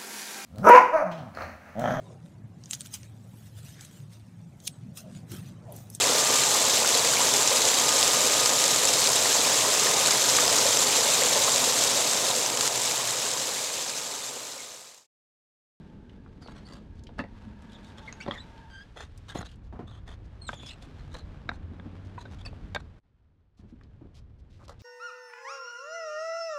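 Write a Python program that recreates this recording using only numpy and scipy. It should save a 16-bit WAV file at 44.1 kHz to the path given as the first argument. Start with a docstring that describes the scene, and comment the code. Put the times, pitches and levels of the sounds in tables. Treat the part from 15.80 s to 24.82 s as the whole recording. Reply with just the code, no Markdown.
"""A low rumble fills an open-air building site, with the hum of engines and the thin whine of a far machine.
Over it, hollow clay bricks are pulled from a pile and stacked on a scaffold plank. Each grates and
squeaks by friction as it slides free, then lands with a short chattering clack that excites the modes
of its walls, the air in its cells and the plank. Soles thump and scuff, grit and light taps tick, and
the yard returns a brief echo."""
import sys
import numpy as np
from scipy import signal
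from scipy.fft import rfft, irfft, next_fast_len
from scipy.io import wavfile
from scipy.ndimage import uniform_filter1d

SR = 44100
rng = np.random.default_rng(int(sys.argv[2]) if len(sys.argv) > 2 else 0)


def materialize(psi):
    """Save the field psi as 16-bit PCM at rate SR to the path in sys.argv[1].

    A 1-D psi becomes a single channel; in a 2-D psi each row is a channel.
    """
    bounded = np.clip(np.atleast_2d(psi).T, -1, 1)
    quanta = np.round(bounded * 32767).astype(np.int16)
    wavfile.write(sys.argv[1], SR, quanta)


N = 397782
TIME = np.arange(N) / SR
BLOW = TIME[:SR // 5]  # time axis of one impact

# modes of the loaded plank: f/Hz, level/dB, t60/s
PLANK_MODES = [(106, -8.5, 0.061), (152, 2.5, 0.039), (187.2, -1, 0.064), (217, 7.5, 0.061), (276, 5, 0.04),
               (331, 4.5, 0.024)]


def undb(db):
    """Decibels to amplitude ratio."""
    return 10 ** (np.asarray(db) / 20)


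def unit(x):
    """Normalise to rms 1."""
    return x / np.sqrt(np.mean(x ** 2) + 1e-30)


def crest(x):
    """Normalise the loudest 4 ms to rms 1."""
    return x / np.sqrt(uniform_filter1d(x ** 2, size=176, mode="constant").max() + 1e-30)


def band(x, lo_hz, hi_hz, order=2):
    """Causal band-pass."""
    sos = signal.butter(order, [lo_hz, min(hi_hz, SR / 2 - 100)], "band", fs=SR, output="sos")
    return signal.sosfilt(sos, x)


def colour(x, points):
    """Spectral shaping by (f/Hz, gain/dB) points."""
    hz, db = np.transpose(points)
    size = next_fast_len(len(x))
    f = np.arange(size // 2 + 1) * SR / size
    gain = undb(np.interp(np.log(f + 1), np.log(hz), db))
    return irfft(rfft(x, size) * gain, size)[:len(x)]


def walk(n, rate):
    """Smooth random modulation with a spread near 1 and `rate` new values a second."""
    return np.interp(np.arange(n) * rate / SR, np.arange(4096), rng.standard_normal(4096))


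def swell(n, edge):
    """Tapered envelope; rise and fall together take the share `edge`."""
    return signal.windows.tukey(n, edge)


def fade(t60):
    """Exponential decay, 60 dB in t60 seconds."""
    return np.exp(-np.log(1000) * BLOW / t60)


def add(out, s, x):
    """Superpose x at time s."""
    i = max(0, int(s * SR))
    out[i:i + len(x)] += x[:max(0, N - i)]


def drive(force, response):
    """Convolution of a force with an impulse response."""
    return signal.fftconvolve(force, response)[:len(force)]


def grains(n, rate, spread_db):
    """Shot noise: sand grains catch and let go in random clicks of uneven size."""
    chance, size = rng.random(n), rng.standard_normal(n)
    return (chance < rate / SR) * np.sign(size) * undb(spread_db * np.minimum(abs(size), 3))


def ring(modes, detune, scatter_db=0.5, stagger=0.018):
    """Damped modes: the strike point weights them, and shifting contact makes their pitch stagger."""
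    chance = rng.standard_normal((len(modes), 3))
    clock = np.cumsum(1 + stagger * walk(len(BLOW), 250)) / SR
    return sum(np.sign(polarity) * undb(db + scatter_db * weight) * fade(t60)
               * np.sin(2 * np.pi * hz * (1 + detune * shift) * clock)
               for (hz, db, t60), (weight, shift, polarity) in zip(modes, chance))


def knock(force, modes, noise_db=-1):
    """Modal overlap: a damped body's main modes ring amid a dense crowd of lesser ones."""
    hz, _, t60 = np.transpose(modes)
    crowd = band(rng.standard_normal(len(BLOW)) * fade(t60.mean()), hz.min(), hz.max())
    main = drive(force, ring(modes, detune=0.055, scatter_db=0))
    return crest(crest(main) + undb(noise_db) * crest(crowd))


def contact(chatter_s, bounce=0.42, graze=0.048, touches=4):
    """Contact force of rough faces: a graze and one main impulse amid quick lesser touches."""
    n = int(chatter_s * SR) + 2
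    force = np.zeros(len(BLOW))
    force[:2 * n] = graze * rng.standard_normal(2 * n) * np.hanning(2 * n)
    force[n // 3] += 1
    for when, size in rng.random((touches, 2)):
        force[int(when * n)] += bounce * (size + .5)
    return force


def site_levels(lull_s=7.2, lull_end_s=7.785, lull_db=-13, gap_s=0.026, gap_db=-13):
    """Envelopes of the ambient noise in dB, with one lull that opens in near silence."""
    # ambient noise: t/s, rumble/dB, drone/dB, hiss/dB
    ambience = [(0, -53, -48.5, -65), (.5, -49.5, -52.5, -69), (.8, -51, -48.5, -62.5),
                (1.22, -47, -52.5, -67.5), (1.6, -47, -53.5, -63.5), (2.45, -49, -51.5, -55.5),
                (2.95, -50.5, -58, -63), (3.35, -46.5, -58, -69.5), (3.85, -43.5, -56.5, -66.5),
                (4.5, -42.5, -54.5, -63.5), (4.8, -49.5, -53.5, -60.5), (5.3, -40.5, -51.5, -59),
                (6.05, -46.5, -51, -59.5), (6.9, -41.5, -49.5, -59.5), (7.2, -50.5, -59.5, -68),
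                (8.05, -51, -60, -72.5), (8.55, -50, -61.5, -73.5), (9.02, -48, -59, -68)]
    s, *levels = np.transpose(ambience)

    def gate(end_s):
        return np.interp(TIME, [lull_s - .01, lull_s, end_s, end_s + .01], [0, 1, 1, 0])

    dip_db = lull_db * gate(lull_end_s) + gap_db * gate(lull_s + gap_s)
    return [np.interp(TIME, s, db) + dip_db for db in levels]


def site(dust_share=0.86, rustle_db=2.5):
    """Amplitude-modulated noise in three bands: rumble, drone, and hiss with a dusty rustle."""
    # ambient spectrum: f/Hz, density level/dB
    spectrum = [(12, -42.5), (20, -4.5), (59, -1.5), (97, -3.5), (128, -10), (278, -16.5), (357, -22.5),
                (497, -25), (914, -30), (1110, -31.5), (1680, -33.5), (1930, -37), (3550, -42),
                (7930, -58.5), (15000, -74.5)]
    # treble shelf of the hiss: t/s, gain/dB
    shelf = [(2.5, 4), (3.7, 12), (3.8, -2.5), (4.5, 0), (5.2, 4), (5.85, -4.5), (6.4, 2), (8, 0.5)]
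    rumble_db, drone_db, hiss_db = site_levels()
    air = colour(rng.standard_normal(N), spectrum)
    dust = colour(grains(N, rate=3500, spread_db=8.5), spectrum)
    dust *= undb(rustle_db * (walk(N, 18) + walk(N, 90)))
    rumble = unit(band(air, 25, 135, order=3)) * undb(rumble_db - 1 + 1.7 * walk(N, 6.9))
    drone = unit(band(air, 144, 480, order=3)) * undb(drone_db + 1.4 * walk(N, 14))
    hiss = unit(band(unit(air) + dust_share * unit(dust), 540, 14000, order=3))
    hiss *= undb(hiss_db + 0.78 * walk(N, 25))
    treble = band(hiss, 3000, 20000, order=1) * (undb(np.interp(TIME, *np.transpose(shelf))) - 1)
    return rumble + drone + hiss + treble


def rotor(track, partials, waver, waver_rate):
    """Rotation radiates partials (frequency ratio, level/dB) of one wavering fundamental."""
    s, hz, db = np.transpose(track)
    pitch = np.interp(TIME, s, hz) * (1 + waver * walk(N, waver_rate))
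    phase = 2 * np.pi * np.cumsum(pitch) / SR
    tone = sum(undb(part_db + 3.1 * walk(N, 40)) * np.sin(k * phase) for k, part_db in partials)
    return unit(tone) * undb(np.interp(TIME, s, db, left=-120, right=-120))


def machines():
    """Quasi-periodic sources: a near engine hums, a far machine whines, a distant motor drones."""
    # engine firing: t/s, f/Hz, level/dB
    engine_track = [(4.6, 71.33, -57), (5.2, 77.67, -66), (5.9, 89, -41.5), (6.4, 95.27, -48),
                    (6.95, 89.5, -47), (7.2, 85.56, -65.5)]
    # machine whine: t/s, f/Hz, level/dB
    whine_track = [(0, 881, -65), (.9, 884, -76), (1.6, 941.5, -66.5), (2.2, 880.6, -58),
                   (2.55, 895, -61.5), (2.85, 914, -57), (2.97, 903.4, -63.5)]
    # motor drone: t/s, f/Hz, level/dB
    motor_track = [(0, 227.2, -65), (1.2, 218, -58.5), (1.75, 205.9, -51.5), (2.4, 224.9, -55),
                   (2.9, 220.7, -64.5)]
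    engine = rotor(engine_track, [(1, 1.0), (2, -11.0), (3, -16.5)], waver=.06, waver_rate=50)
    whine = rotor(whine_track, [(1, -2), (1.8, -8)], waver=0.046, waver_rate=150)
    motor = rotor(motor_track, [(1, 0)], waver=.1, waver_rate=67)
    return engine + whine + motor


def yard(direct, t60=0.13):
    """Scattering from brick piles and the house wall adds a dull echo, weaker when the work is near."""
    # echo relative to direct sound: t/s, level/dB
    echo_share = [(2.9, -14), (3.1, -23), (7.1, -25.5), (7.3, -14.5)]
    share = undb(np.interp(TIME, *np.transpose(echo_share)))
    echo = band(grains(len(BLOW), rate=4000, spread_db=4.5), 110, 5000, order=1)
    echo *= fade(t60) * (BLOW > .006)
    return direct + drive(direct * share, echo / np.sqrt(np.sum(echo ** 2)))


def scuffs():
    """Friction without resonance: gloves, cloth and soles drag over sand, hissing and crunching."""
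    # rubs: t/s, duration/s, level/dB, relative crunch/dB
    rubs = [(1.14, 0.06, -76, -8), (3.829, .06, -75.5, -8), (4.439, 0.029, -72, -8),
            (6.244, .035, -68, -9.5), (6.505, 0.053, -64, 0), (7.765, 0.056, -74.5, -3),
            (7.874, 0.0544, -79, -17), (8.337, 0.069, -65, -5), (8.583, 0.031, -78, -4),
            (8.687, 0.1173, -73, -18), (8.786, 0.0586, -76, 15.5), (8.833, 0.0307, -66, -6),
            (8.88, .007, -53, 1), (8.892, .012, -54, 9.5), (8.9, .035, -67, 10),
            (8.988, 0.064, -61.5, -6.5)]
    out = np.zeros(N)
    for s, length, db, crunch_db in rubs:
        n = int(length * SR)
        force = np.pad(grains(n, rate=2800, spread_db=6.0) * swell(n, 0.45), (0, SR // 20))
        hiss, crunch = unit(band(force, 1600, 5400)), unit(band(force, 450, 1450))
        add(out, s, undb(db) * np.sqrt(n / len(force)) * (hiss + undb(crunch_db) * crunch))
    return out


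def ticks(t60=0.03):
    """Damped noise transients make short dry ticks: grit, light taps and the sharp edge of a clack."""
    # ticks: t/s, level/dB, f/Hz near the top of the band
    bursts = [(0.295, -56.5, 3240), (.462, -52.5, 1330), (.675, -50.5, 4140), (0.781, -57.5, 4500),
              (.934, -56, 7800), (1.193, -62, 5000), (1.237, -57, 7000), (1.269, -50, 3900),
              (1.821, -64, 8000), (1.932, -57, 6000), (2.778, -56.5, 3430), (3.376, -56, 8620),
              (3.757, -70, 8270), (5.341, -53.5, 6830), (6.948, -43.5, 7200), (8.011, -57, 1700),
              (8.035, -64, 4300)]
    out = np.zeros(N)
    for s, db, hz in bursts:
        burst = rng.standard_normal(len(BLOW)) * fade(t60)
        add(out, s, undb(db) * crest(band(burst, hz / 2, hz * 1.07)))
    return out


def treads(crunch_t60=0.21, sustain=1.56, sole_hz=362):
    """Soft impact: a sole drives only low modes of the plank's open span and crushes the dust on it."""
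    # treads and bumps: t/s, level/dB, relative crunch/dB
    bumps = [(1.664, -46, -25), (3.926, -41.5, -5.5), (3.958, -43, -9), (3.991, -35, -2.5),
             (4.025, -39.5, -27), (5.909, -39.5, -23), (6.056, -34.5, -21), (7.791, -49, -21.5),
             (7.835, -47.5, -22.5), (7.921, -43.5, -40.5), (8.21, -44, -13.5), (8.244, -46, -17.5)]
    span_modes = np.array(PLANK_MODES) * [1, 1, sustain]  # the open span rings longer
    out = np.zeros(N)
    for s, db, crunch_db in bumps:
        crunch = crest(band(rng.standard_normal(len(BLOW)), 233, 928) * fade(crunch_t60))
        thump = crest(band(knock(contact(0.0104), span_modes, noise_db=-4.0), 40, sole_hz))
        add(out, s, undb(db) * (thump + undb(crunch_db) * crunch))
    return out


def brick(lead_hz, second_hz, sustain, lead_db, second_db):
    """Modal scaling: a brick's size puts its nearest mode on lead_hz; a second wall rings as well."""
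    # modes of a hollow brick: f/Hz, level/dB, t60/s
    modes = [(1029, -5.5, 0.023), (1308, -5.5, 0.02), (1560, -13.5, 0.033), (1650, -6.5, 0.034),
             (1845.3, -7.5, 0.025), (2136, -10, 0.03), (2720, -17.5, 0.064), (3305, -9, 0.022),
             (3700, -12, 0.074), (4090, -16, 0.026), (4443.5, -15, 0.022), (5100, -17, 0.018),
             (6057, -17.5, 0.016), (6897, -13, 0.0092), (7810, -22.5, 0.041), (8927, -19, 0.022),
             (9960, -24.5, 0.018)]
    hz, db, t60 = np.transpose(modes)
    lead = np.argmin(abs(np.log(hz / lead_hz)))
    hz = hz * lead_hz / hz[lead]
    second = np.argmin(abs(np.log(hz / second_hz)))
    hz[second], db[lead], db[second] = second_hz, lead_db, second_db
    t60[[lead, second]] = 0.038
    return np.transpose([hz, db, t60 * sustain])


def slides(rattle=0.6, sheen=0.35, jerk_db=4.5, catch_db=1.5, drift=0.031, crumb_db=-3, crumb_t60=0.0089):
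    """Sliding friction: grit hisses in jerks, crumbs crack, the brick rattles, one wall sings in fits."""
    # pulls: t/s, duration/s, level/dB, ring f/Hz, relative body/dB, relative singing wall/dB
    pulls = [(0.602, .08, -61.5, 4680, 5, 0), (0.666, 0.0623, -58, 4443, 6, -14),
             (0.743, 0.059, -60, 4330, 9, -12.5), (0.84, 0.16, -56.5, 4520, 4, -5),
             (1.377, 0.045, -54.5, 4420, 11, -5), (1.891, 0.063, -61, 3540, -12, 2.5),
             (2.015, .11, -58, 3650, -8.5, -2.5), (2.17, 0.028, -51.5, 3462, 2, 0),
             (2.205, 0.1145, -59.5, 3520, 3.5, -1), (2.395, 0.05, -55, 2710, -8, -4),
             (2.49, .11, -56.5, 3460, 7, 2), (3.145, 0.11, -51, 3340, 9, -2),
             (3.233, 0.048, -61, 3580, 1, -2), (3.479, 0.059, -47.5, 3240, -1, -4),
             (3.53, 0.1, -50, 3406, 10.5, -4), (3.644, 0.033, -49, 3890, -0.5, -4),
             (3.674, 0.077, -60, 2980, -19, -1.5), (4.06, 0.1485, -63, 3520, 7.5, 5),
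             (4.254, 0.1027, -55.5, 3300, 7, -3), (4.665, 0.105, -50, 3523, -3, -12),
             (4.787, 0.1656, -53.5, 2640, -22, 3.5), (4.855, 0.053, -47.5, 5045, -24, -1.5),
             (5.007, 0.061, -53.5, 3670, -5.5, -9), (5.188, 0.039, -64, 3900, 9.5, -1.5),
             (5.301, .12, -52.5, 4047, 3, -0.5), (5.712, 0.064, -60.5, 3950, 4.5, -4),
             (6.378, 0.0568, -55, 3960, 4, 0.5), (6.58, 0.047, -58, 3456, 2.5, 4),
             (6.646, 0.051, -53.5, 2604, -3, -1), (6.973, 0.042, -60.5, 3900, 8.5, -4.5)]
    # spectrum of the grit: f/Hz, density level/dB
    grit_spectrum = [(300, -17), (2000, -1.5), (3400, 6), (5000, -7), (7000, -4.5), (9000, -8.5),
                     (11000, -20), (15000, -29)]
    out = np.zeros(N)
    for s, length, db, hz, body_db, wall_db in pulls:
        n = int(length * SR)
        pressure = undb(jerk_db * walk(n, 163) + catch_db * walk(n, 55)) * swell(n, 0.5)
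        force = np.pad(grains(n, rate=3300, spread_db=6.5) * pressure, (0, SR // 20))
        coarse = np.pad(grains(n, rate=200, spread_db=5.0) * pressure, (0, SR // 20))
        crack = band(rng.standard_normal(len(BLOW)) * fade(crumb_t60), 700, 5200)
        crumbs = unit(drive(coarse, crack))
        modes = brick(hz, 6500, sustain=.75, lead_db=-12.0, second_db=-17.5)
        ringing = unit(drive(force, ring(modes, detune=0.05, stagger=.015)))
        grit = unit(colour(force, grit_spectrum))
        hiss = unit(grit + sheen * unit(band(ringing, 3500, 8000)) + undb(crumb_db) * crumbs)
        phase = 2 * np.pi * np.cumsum(hz * (1 + drift * walk(len(force), 45))) / SR
        fits = band(force * undb(6.3 * walk(len(force), 60)), 30, 170)
        wall = unit(fits * np.sin(phase))
        body = unit(unit(band(force, 330, 1500)) + rattle * ringing)
        grating = hiss + undb(wall_db) * wall + undb(body_db) * body
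        add(out, s, undb(db) * np.sqrt(n / len(force)) * grating / 2)
    return out


def clay_tones(wobble=0.047, flutter_db=4, rasp=1.3):
    """Short clay tones: stick-slip friction squeaks, and the brief ring of a struck brick."""
    # notes: t/s, duration/s, first f/Hz, middle f/Hz, last f/Hz, level/dB, growth over the note/dB,
    # step per harmonic/dB, roughness (0-1)
    notes = [(0.622, 0.0537, 4800, 4500, 4410, -62, 1.5, -18.5, .5),
             (0.849, 0.0266, 4415, 4480, 4410, -57.5, -3, -16, 0.4),
             (1.945, 0.0284, 3760, 3628, 3200, -57.5, 1.5, -24, 0.45),
             (2.273, 0.029, 2153, 2100, 2030, -44, -14, -13.5, 0.32),
             (2.402, 0.015, 2249, 2296, 2417, -43, 0.5, -12, 0.36),
             (2.401, .016, 1520, 1510, 1550, -49, 2, -20, 0),
             (2.412, 0.029, 2670, 2920, 2769, -49, -17.5, -12, 0.46),
             (2.51, 0.0104, 3370, 3225, 3350, -36.5, -12, -32, .3),
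             (2.535, 0.018, 2130, 2200, 2180, -51, 0, -23.5, 0.2),
             (2.554, 0.0346, 2040, 1925, 1646, -47, -8, -17, 0.44),
             (2.577, 0.01545, 3570, 3490, 3500, -49, -2, -19, 0.16),
             (2.591, 0.036, 3600, 3974, 3852, -50.5, 2, -12, 0.16),
             (2.894, 0.057, 1570, 1580, 1507, -56, 7, -5.5, 0.23),
             (2.932, 0.12, 1551, 1580, 1680, -51.5, -11, -7, 0.25),
             (3.514, .025, 1593, 1617, 1640, -53, 4, -14.5, 0.6),
             (3.585, 0.0094, 6630, 6750, 6780, -45.5, -4, -20, 0),
             (4.612, 0.0545, 4290, 4190, 4200, -52.5, 3.5, -9, 0.02),
             (4.664, 0.027, 4150, 3913, 3344, -45, 7.5, -9, 0.37),
             (4.727, 0.19, 3450, 3460, 3300, -52.5, 7, -13, 0.4),
             (4.884, 0.074, 3600, 4080, 3950, -55, -26.5, -7, 0.45),
             (6.65, 0.017, 2640, 2595, 2580, -49, -5, -7, .1),
             (6.659, .016, 4620, 4570, 4540, -45.5, -5, -26, .1)]
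    out = np.zeros(N)
    for s, length, first_hz, middle_hz, last_hz, db, growth_db, step_db, rough in notes:
        n = int(length * SR)
        hz = np.interp(np.linspace(0, 2, n), np.arange(3), [first_hz, middle_hz, last_hz])
        jitter = wobble * rough * (2 * walk(n, 1200) + walk(n, 160))
        phase = 2 * np.pi * np.cumsum(hz * (1 + jitter)) / SR
        tone = sum(undb(step_db * k + flutter_db * walk(n, 120))
                   * (1 + rasp * rough * walk(n, 700)) * np.sin((k + 1) * phase)
                   for k in range(7) if (k + 1) * middle_hz < 11500)
        envelope = swell(n, 0.38) * undb(growth_db * np.linspace(0, 1, n))
        add(out, s, undb(db) * unit(tone * envelope))
    return out


def clacks(max_chatter_s=.0044, crack_db=-6, crack_t60=0.035, dust_db=-19, dust_t60=0.052):
    """Impact excites the modes of walls, cell air and plank; a loose brick rings and chatters longer."""
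    # brick on brick: t/s, level/dB, leading f/Hz, second f/Hz,
    # cells/dB, plank/dB, hard edge/dB (all three relative to the walls), looseness (ratio)
    impacts = [ (.661, -55, 767, 4450, 10, 2, -14, .8), (.684, -48, 1426, 2900, 0.5, -2.5, -10, 0.58),
               (1.291, -53, 954, 2890, 2.5, -7.5, -7.5, 0.42), (1.382, -55, 890, 4400, 12, -1, -12, 1.04),
               (1.391, -28.5, 1837, 4720, -9.5, -2, -14, 0.52), (1.399, -31, 1900, 2750, -8, -1, -8, 0.4),
               (1.409, -47.5, 2110, 4370, 9, 9, -14.5, 0.64), (1.439, -45, 1850, 4420, 6, 1, -13.5, 0.48),
               (2.326, -45.5, 1797, 6510, -11, -6.5, 4.5, 0.28),
               (2.462, -41, 1375, 3520, 2.5, 5.5, -5, 0.47), (2.477, -47, 910, 3500, 13, 11, 1.5, 0.29),
               (2.482, -35, 1080, 4450, 4, 7.5, -11, 0.676),
               (2.510, -31, 1890, 3260, -11, -10.5, -6.5, 0.3), (2.519, -39.5, 1157, 3300, -5, -2, -7, .6),
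               (3.162, -57, 776, 3340, 8, -7, -14, 0.7), (3.197, -47, 1580, 3500, -4, -7, -3.5, 1),
               (3.497, -42.5, 1610, 3710, -28, -15, -0.5, 1), (3.553, -40, 790, 2880, 7, 10.5, -7.5, 0.858),
               (3.588, -48, 1614, 3400, 5, 15.5, -8, .8), (3.609, -43.5, 1200, 3630, 2, 2, -10, 0.57),
               (3.627, -43, 1590, 3780, 0, 0, -5, .7), (4.691, -28, 1543, 3520, -10, -12, -18, 0.591),
               (4.731, -37.5, 920, 3550, -3, -9.5, -11.5, 0.79),
               (4.832, -55.5, 824, 3370, 9.5, -0.5, -12, 0.776),
               (5.352, -43, 1380, 4020, 0.5, -9.5, -9.5, 0.41), (5.691, -25, 1600, 3656, -11, -13, -6, .47),
               (5.715, -39, 1340, 3950, -6, -4, -18, 0.538), (5.997, -47.5, 1560, 3560, 0.5, -1, -31, 0.4),
               (6.378, -37, 946, 4050, -11, -17, -20, 1.1), (6.453, -45.5, 1521, 3900, -1, -7.5, -8, 1.07),
               (6.651, -54, 2600, 5060, -6, -12.5, 3, 1.2), (6.661, -45, 1690, 4530, -4, -4.5, 1, 1.4),
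               (6.728, -57.5, 890, 3600, 10.5, -10.5, -21, 0.64),
               (6.948, -32, 1547, 3600, -2.5, -13, 1, 0.7), (6.96, -31, 1080, 2600, -3, -12.5, -2, 0.48),
               (6.963, -29, 1584, 4100, -14, -15.5, -16.5, 0.71)]
    # cavity resonances of the cells: f/Hz, level/dB, t60/s
    cell_modes = [(434, -7, 0.035), (529.5, -2, 0.033), (655, -2, 0.04), (800, -4, 0.024), (891, -9, 0.009)]
    out = np.zeros(N)
    for s, db, lead_hz, second_hz, cells_db, plank_db, edge_db, loose in impacts:
        chatter_s = max_chatter_s * np.clip(loose, .2, 1)
        force = contact(chatter_s)
        crush = undb(crack_db) * fade(crack_t60) + undb(dust_db) * fade(dust_t60)
        onset = np.minimum(BLOW / chatter_s, 1)
        grit = rng.standard_normal(len(BLOW)) * onset * crush / max(loose, 1) ** 2
        modes = brick(lead_hz, second_hz, sustain=loose, lead_db=5.0, second_db=4.0)
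        clay = crest(drive(force, ring(modes, detune=0.015, scatter_db=4.5))) + band(grit, 300, 4800)
        walls = crest(band(clay, 740, 2580, order=3))
        edge = crest(band(clay, 2200, 1.5 * second_hz, order=3))
        cells, plank = knock(force, cell_modes), knock(force, PLANK_MODES)
        clack = walls + undb(edge_db) * edge + undb(cells_db) * cells + undb(plank_db) * plank
        add(out, s - chatter_s / 5, undb(db) * clack)
    return out


def scene():
    """Superposition of the brickwork, its echo and the site's background, in mono."""
    work = yard(clacks() + treads() + ticks() + slides() + scuffs() + clay_tones())
    return (work + site() + machines())[None]


def record(dry):
    """Band limiting: a steep low-pass cuts the treble above 15.4 kHz."""
    return signal.sosfilt(signal.ellip(8, .2, 70, 15400, fs=SR, output="sos"), dry)


dry = scene()
out = record(dry)
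materialize(out)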